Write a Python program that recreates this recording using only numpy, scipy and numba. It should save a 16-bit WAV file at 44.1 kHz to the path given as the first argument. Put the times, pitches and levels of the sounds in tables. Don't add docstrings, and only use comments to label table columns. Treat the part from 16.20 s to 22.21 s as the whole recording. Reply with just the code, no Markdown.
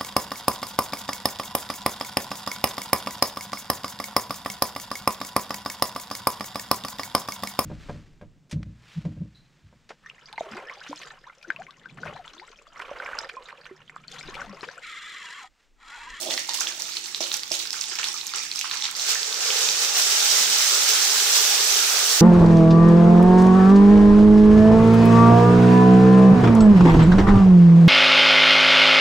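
import sys
import numpy as np
from scipy import signal
from scipy.fft import rfft, irfft, next_fast_len
from scipy.io import wavfile
from scipy.ndimage import uniform_filter1d
from numba import njit

SR = 44100
rng = np.random.default_rng(int(sys.argv[2]) if len(sys.argv) > 2 else 0)


def digitize_waveform(pressure):
    field = np.atleast_2d(pressure).T
    bounded = np.clip(field, -1, 1)
    quanta = np.round(bounded * 32767).astype(np.int16)
    wavfile.write(sys.argv[1], SR, quanta)


N = 265062
TIME = np.arange(N) / SR
FREQS = np.fft.rfftfreq(2 * next_fast_len(N // 2 + 2048), 1 / SR)
EDGE_HZ = 15850
MIDDLE_HZ = 4500
SIMMER_DB = -40.5

# t/s, level/dB
BOIL = [(2.77, -35.5), (2.81, -31.5), (3.18, -31.5), (3.26, -27), (3.73, -27), (3.77, -22.5), (6.01, -23)]
# t/s, level/dB, decay to 1/e/s, centre f/Hz
FLARES = [(0, -33, 0.026, 7540), (.1, -30.5, 0.051, 4760), (0.289, -35.5, 0.038, 3300),
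          (.34, -31, 0.042, 5850), (0.404, -33, 0.044, 4400), (.472, -38.5, .04, 3000),
          (.595, -36.5, 0.058, 4870), (0.751, -37.5, 0.09, 4400), (.952, -42, 0.037, 4800),
          (1.004, -31.5, 0.062, 4470), (1.125, -30.5, 0.024, 5300), (1.319, -30.5, 0.05, 5250),
          (1.525, -37, 0.063, 4100), (1.712, -37.5, 0.027, 2340), (1.785, -32.5, 0.035, 2660),
          (1.838, -33, 0.054, 4900), (2.145, -34, 0.066, 3340), (2.346, -36, 0.071, 5200),
          (2.445, -37, 0.043, 2600), (2.515, -34, 0.072, 3400), (2.635, -31.5, 0.028, 3800)]


def gain_of(db):
    return 10 ** (np.asarray(db) / 20)


def evened(x):
    return x / np.sqrt(np.mean(x ** 2) + 1e-20)


def read(points, hz):
    f, value = np.transpose(points)
    return np.interp(np.log(hz + 1), np.log(f + 1), value)


def envelope(rows):
    s, db = np.transpose(rows)
    outside_s = np.maximum(s[0] - TIME, 0) + np.maximum(TIME - s[-1], 0)
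    return gain_of(np.interp(TIME, s, db)) * np.exp(-(outside_s / 0.02) ** 2)


def swell(s, half_s):
    return np.exp(-((TIME - s) / half_s) ** 2)


def drift(count=70):
    return np.interp(TIME, np.linspace(0, TIME[-1], count), rng.standard_normal(count))


def filtered(x, gain):
    return irfft(rfft(x, 2 * (len(FREQS) - 1)) * gain)[..., :N]


def thinned(x, hz):
    return signal.sosfilt(signal.butter(3, hz, "high", fs=SR, output="sos"), x)


def panned(db):
    return gain_of(np.array([np.atleast_1d(db), -np.atleast_1d(db)]) / 2)


def kitchen(x, wet_db):
    # f/Hz, t60/s
    t60_rows = [(200, 0.58), (1000, 0.33), (4000, 0.4), (8000, 0.22), (16000, 0.22)]
    at = np.arange(180, SR // 3, 16)
    taps = np.zeros((2, SR // 3 + 32))
    for side in taps:
        side[at + rng.integers(0, 16, len(at))] = rng.choice([-1, 1], len(at))
    hz, t, z = signal.stft(taps, SR, nperseg=256)
    z[1] += (z[0] - z[1]) / (1 + (hz[:, None] / 900) ** 2)
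    decay = gain_of(-60 * t / read(t60_rows, hz)[:, None])
    tail = signal.istft(z * decay, SR)[1]
    tail /= np.linalg.norm(tail[0])
    wet = signal.oaconvolve(np.atleast_2d(x).astype("f4"), tail.astype("f4"), axes=1)[:, :N]
    return x + gain_of(wet_db) * wet


@njit
def ring(s, size, hz, cycles, onset):
    out = np.zeros(N)
    for k in range(len(s)):
        first = int(s[k] * SR) + 1
        turns, step = (first / SR - s[k]) * hz[k], hz[k] / SR
        pole = 2j * np.pi - 1 / cycles[k]
        z, turn = size[k] * np.exp(pole * turns), np.exp(pole * step)
        shut, opening = np.exp(-turns / onset), np.exp(-step / onset)
        for i in range(max(first, 0), min(N, first + int(6 * cycles[k] / step))):
            out[i] += z.imag * (1 - shut)
            z *= turn
            shut *= opening
    return out


def bursts(s, size, hz, cycles, pan_db, onset=0.24, spread_s=.00007, lead_s=.00004, wall=0.86):
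    place, *echo = rng.standard_normal((len(s), 3)).T
    hz, cycles = hz * np.ones(len(s)), cycles * np.ones(len(s))
    arrivals = [s.copy(), s + lead_s + spread_s * place]
    out = []
    for at, gain, path in zip(arrivals, panned(pan_db), echo):
        bounce = at + .0011 * np.exp(.4 * path)
        direct = ring(at, size * gain, hz, cycles, onset)
        out.append(direct + wall * ring(bounce, size * gain, hz, cycles, onset))
    return np.array(out)


def swarm(per_s, spread_db, cycles, clump_db, wet_db, top, count=4):
    clumps = evened(uniform_filter1d(rng.standard_normal(N // 64), 14))
    out = np.zeros((2, N))
    for _ in range(count):
        when, pitch, big, damping, side = rng.random((int(per_s * N / SR / count), 5)).T
        hz = 16500 * (.14 + .86 * pitch) ** 2
        size_db = spread_db * np.minimum(-np.log(1 - big), top)
        size_db += clump_db * clumps[(when * len(clumps)).astype(int)]
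        rings = cycles * 2 ** (2 * damping - 1)
        size = gain_of(size_db) * hz ** (3 / 4) / np.sqrt(rings)
        out += kitchen(bursts(when * N / SR, size, hz, rings, 8 * (side - .5)), wet_db)
    return out


def frying(bubbles, colour, levels):
    # f/Hz, width/Hz, gain/dB
    bowl = [(336, 45, 5), (477, 16, 3), (841, 74, 5.5), (1340, 88, 2.5), (5900, 1900, 3.5),
            (15580, 1900, 11)]
    bowl_db = sum(db / (1 + (2 * (FREQS - hz) / width) ** 2) for hz, width, db in bowl)
    tone = gain_of(read(colour, FREQS) + bowl_db)
    coarse = 1 / (1 + (FREQS / 2200) ** 8)
    fine = 1 - 1 / (1 + (FREQS / 8500) ** 20)
    parts = filtered(bubbles, tone * np.array([1 - coarse - fine, coarse, fine])[:, None])
    return sum(part / part.mean(0).std() * level for part, level in zip(parts, levels))


def room_tone(waver_rad=2.35, air_level_db=-63.5):
    # f/Hz, rms level/dB
    hum_lines = [(75.2, -88), (150.5, -72.5), (215.8, -73.5), (279.8, -74.5), (349, -74.5)]
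    # f/Hz, gain/dB
    air_colour = [(12, -47), (20, -17), (38, -15), (75, -7), (102, -7), (139, -6), (500, -0.5), (650, -33),
                  (1100, -120)]
    noise = rng.standard_normal((3, N))
    low_pass = 1 / (1 + (FREQS / 400) ** 4)
    both = noise[:2] * 0.59 + noise[2]
    air = evened(filtered(both, gain_of(read(air_colour, FREQS)) * low_pass))
    hum = np.zeros(N)
    for hz, db in hum_lines:
        phase = 2 * np.pi * hz * TIME + waver_rad * drift(count=30)
        hum += gain_of(db) * np.sqrt(2) * np.sin(phase)
    return air * gain_of(air_level_db) + hum


def vessel(slips_per_s=500):
    # t/s, peak/dB
    knock_rows = [(1.006, -24), (1.313, -27)]
    # t at the top/s, level/dB, half length/s
    slide_rows = [(0.086, -38.5, 0.059), (0.508, -54.5, 0.16)]
    # f/Hz, relative level/dB, t60/s
    mode_rows = [(288, -16, 0.07), (351, 0, 0.051), (566, -2, 0.019), (610, 9.5, 0.016), (670, 1, 0.016)]
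    t = TIME[:SR // 8]
    modes = sum(gain_of(db - 60 * t / t60) * np.sin(2 * np.pi * hz * t) for hz, db, t60 in mode_rows)
    modes *= 1 - np.exp(-(t / 0.00073) ** 2)
    modes /= abs(modes).max()
    blows = np.zeros(N)
    for s, db in knock_rows:
        blows[round(s * SR)] = gain_of(db)
    slips = rng.standard_normal(N) * (rng.random(N) < slips_per_s / SR)
    push = sum(gain_of(db) * swell(s, half_s) for s, db, half_s in slide_rows)
    slide = evened(signal.oaconvolve(slips, modes)[:N]) * push
    knocks = signal.oaconvolve(blows, modes)[:N]
    return kitchen(knocks + slide, wet_db=-4.0) * panned(-6.5)


def plops(rows, cycles, trim_db, wet_db):
    s, db, hz = np.transpose(rows)
    rings = bursts(s, gain_of(db + trim_db), hz, cycles, -2.2, onset=0.57, wall=0.19)
    return kitchen(thinned(rings, hz=0.8 * hz.min()), wet_db)


def gurgle(count=700, trim_db=-4):
    # t/s, level/dB
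    steam = [(2.78, -63), (3.314, -35.5), (3.7, -46)]
    when, pitch, size = rng.random((count, 3)).T
    start_s, end_s = steam[0][0], steam[-1][0]
    s = start_s + (np.arange(count) + when) / count * (end_s - start_s)
    bubbles = bursts(s, size, 440 + 80 * pitch, 5.2, -1.2)
    sound = thinned(kitchen(bubbles, wet_db=-0.5), hz=327)
    active = (TIME > s.min()) & (TIME < s.max())
    return sound / sound[:, active].std() * envelope(steam) * gain_of(trim_db)


def paste(waver_db=.5, coarse_waver_db=.8, spread_pan_db=0.14):
    # f/Hz, gain/dB
    colour = [(120, -69), (200, -14.5), (294, -29), (394, -9.5), (696, -10), (836, -11), (1040, -9.5),
              (1350, -6), (2290, -6), (5730, -1.5), (7970, -4), (9400, -12), (12800, -16), (15100, -17.5),
              (16000, -36)]
    # t at the top/s, added level/dB, half length/s
    surges = [(2.908, 7, 0.033), (3.42, 2.5, .07), (3.63, 3.5, 0.039), (3.79, 2, 0.034),
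              (4.153, 1.3, 0.058), (4.542, 1, 0.014), (4.696, 2, 0.015), (5.165, 2.5, 0.018)]
    bubbles = swarm(per_s=7000, spread_db=3.5, cycles=2.4, clump_db=0.24, wet_db=0.5, top=2.27)
    s, db = np.transpose(BOIL)
    boil_db = np.interp(TIME, s, db) - db[-1]
    heated_s = np.maximum(TIME - s[0], 0)
    surge_db = sum(added_db * swell(at, half_s) for at, added_db, half_s in surges) + waver_db * drift()
    coarse_db = -12.5 - 0.2 * (boil_db + surge_db) + 0.78 * heated_s
    mist_db = -12.5 + 0.39 * (boil_db + surge_db) + 1 * heated_s
    coarse_db = coarse_db + coarse_waver_db * drift()
    sizzle = frying(bubbles, colour, [1, gain_of(coarse_db), gain_of(mist_db)])
    return sizzle * envelope(BOIL) * gain_of(surge_db) * panned(spread_pan_db * boil_db)


def flaring(db_per_octave, rise_s=0.0036):
    power = np.full(N, gain_of(SIMMER_DB) ** 2)
    for s, db, dying_s, hz in FLARES:
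        since = np.maximum(TIME - s, 0)
        top = gain_of(db + db_per_octave * np.log2(hz / MIDDLE_HZ))
        power += top ** 2 * np.minimum(since / rise_s, 1) * np.exp(-since / dying_s)
    return np.sqrt(power)


def seeds(coarse_db=-10.5, mist_db=-15):
    # f/Hz, gain/dB
    colour = [(180, -64), (300, -17), (470, -16), (656, -21), (814, -15.5), (961, -12), (1690, -11),
              (2610, -2.5), (4020, 1), (5800, 1.5), (8360, -2), (10700, -8.5), (15000, -13.5), (16000, -20)]
    bubbles = swarm(per_s=2600, spread_db=4.0, cycles=1.96, clump_db=2, wet_db=0, top=4.1, count=3)
    coarse = flaring(db_per_octave=-5) * gain_of(coarse_db)
    mist = flaring(db_per_octave=12) * gain_of(mist_db)
    return frying(bubbles, colour, [flaring(0), coarse, mist]) * panned(-3.5)


def spits(smallest_db=-6.5, spread_db=15, count=70):
    s, db, dying_s, centre_hz = np.repeat(FLARES, count, axis=0).T
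    delay, pitch, big = rng.random((len(s), 3)).T
    at = s - dying_s * np.log(1 - .96 * delay)
    size = gain_of(db + smallest_db + spread_db * big ** 2)
    hz = np.minimum(centre_hz * 3.2 ** (pitch - .5), EDGE_HZ)
    droplets = bursts(at, size, hz, 2.55, -2.5, onset=0.14)
    return kitchen(thinned(droplets, hz=880), wet_db=-11)


def ticks(per_s=45, faintest_db=-27.5, range_db=9.5, growth=.45):
    when, big, pitch, damping = rng.random((int(per_s * N / SR), 4)).T
    level = np.hypot(flaring(0), envelope(BOIL))[(when * N).astype(int)]
    over_simmer_db = 20 * np.log10(level) - SIMMER_DB
    db = faintest_db + range_db * big ** 2 + growth * over_simmer_db
    return np.transpose([when * N / SR, db, 4900 * 2 ** (pitch - .5), 1 + 2 * damping])


def pops(crack_hz=12000, crack_db=-10, crack_db_per_octave=22):
    # t/s, nominal level/dB, ring f/Hz, ring length/cycles
    loud_pops = [(.109, -10.5, 3800, 1.3), (.139, -11, 4700, 1.3), (.177, -9, 4300, 1.1),
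                 (.293, -9, 4400, 2), (.336, -13, 5100, 3), (.343, -11, 6500, 1.5), (.407, -5, 6000, 2.5),
                 (.471, -11, 3300, 2), (.621, -11, 5800, 4), (.769, -11.5, 4200, 4), (.947, -9, 4000, 2),
                 (1.117, -10, 3800, 2.5), (1.1415, -5.5, 5800, 2), (1.169, -12, 7200, 1.5),
                 (1.234, -12, 4700, 1.4), (1.3175, -6, 5300, 3), (1.354, -11, 6700, 1.5),
                 (1.473, -17, 5000, 5), (1.506, -10.5, 5200, 2), (1.530, -11.5, 5200, 3.5),
                 (1.612, -11, 5400, 5), (1.755, -13.5, 5300, 2), (1.831, -14, 2800, 1.5),
                 (1.843, -9, 3600, 1.2), (2.0125, -15, 4000, 3), (2.068, -11.5, 6800, 2.5),
                 (2.1375, -14, 4400, 2), (2.184, -13, 4900, 1.5), (2.315, -11, 4300, 3),
                 (2.359, -13, 5300, 3), (2.392, -8.5, 6100, 2), (2.4125, -9.5, 5800, 1.7),
                 (2.513, -10, 4000, 1), (2.623, -11, 3800, 2.5), (2.642, -11, 3700, 2),
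                 (2.654, -9, 4000, 1.5), (2.7125, -16, 7500, 2), (2.752, -16, 4700, 3.5),
                 (2.767, -19, 8000, 1), (2.796, -13, 4200, 2.5), (2.948, -10, 6500, 2.5),
                 (3.031, -10, 4700, 2.5), (3.1435, -10, 5100, 3), (3.3045, -8, 3100, 1.7),
                 (3.368, -8.5, 5000, 2), (3.489, -6.5, 4000, 1.8), (4.227, -7, 6100, 2.3)]
    s, db, hz, cycles = np.vstack([loud_pops, ticks()]).T
    size = gain_of(db - 1) * (cycles + 1.3) / cycles
    body = bursts(s, size, hz, cycles, -1.5, onset=.3, spread_s=.00001, lead_s=.00002, wall=.3)
    snap = gain_of(db + crack_db + crack_db_per_octave * np.log2(hz / MIDDLE_HZ))
    crack = bursts(s, snap, crack_hz, 0.79, -1.5, onset=0.63, spread_s=.000005, lead_s=0, wall=0.96)
    return kitchen(thinned(body + crack, hz=724), wet_db=-8.0)


def scene():
    # t/s, level/dB, ring f/Hz
    bubble_rows = [(.178, -14.5, 2040), (.289, -20, 900), (.412, -17.5, 1450), (1.115, -25, 1390),
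                   (1.455, -26, 1560), (1.542, -21.5, 1460), (2.137, -18, 1320), (2.412, -12.5, 2800),
                   (2.443, -19.5, 1170), (2.511, -21.5, 1370), (2.557, -24, 1180), (2.689, -23.5, 1370),
                   (2.955, -14.5, 1810)]
    # t/s, level/dB, f/Hz
    thud_rows = [(3.474, -45, 143), (4.2, -38.5, 205), (4.95, -49, 213)]
    thuds = plops(thud_rows, cycles=1.5, trim_db=-2.5, wet_db=1)
    counter = thinned(vessel(), hz=207) + thuds
    large_bubbles = plops(bubble_rows, cycles=1.64, trim_db=3, wet_db=-0.5)
    oil = seeds() + pops() + spits() + large_bubbles
    return room_tone() + counter + gurgle() + paste() + oil


def record(dry):
    # f/Hz, left-right difference/dB
    balance = [(100, -2.5), (250, -4.5), (500, -4.5), (2000, -3.5), (4000, -2), (8000, -7), (15000, -7)]
    ports = panned(read(balance, FREQS))
    heard = filtered(dry, ports / np.sqrt(np.mean(ports ** 2, axis=0)))
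    low_pass = signal.firwin(511, EDGE_HZ, window=("kaiser", 9), fs=SR)
    return signal.oaconvolve(heard, low_pass[None], "same")


dry = scene()
out = record(dry)
digitize_waveform(out)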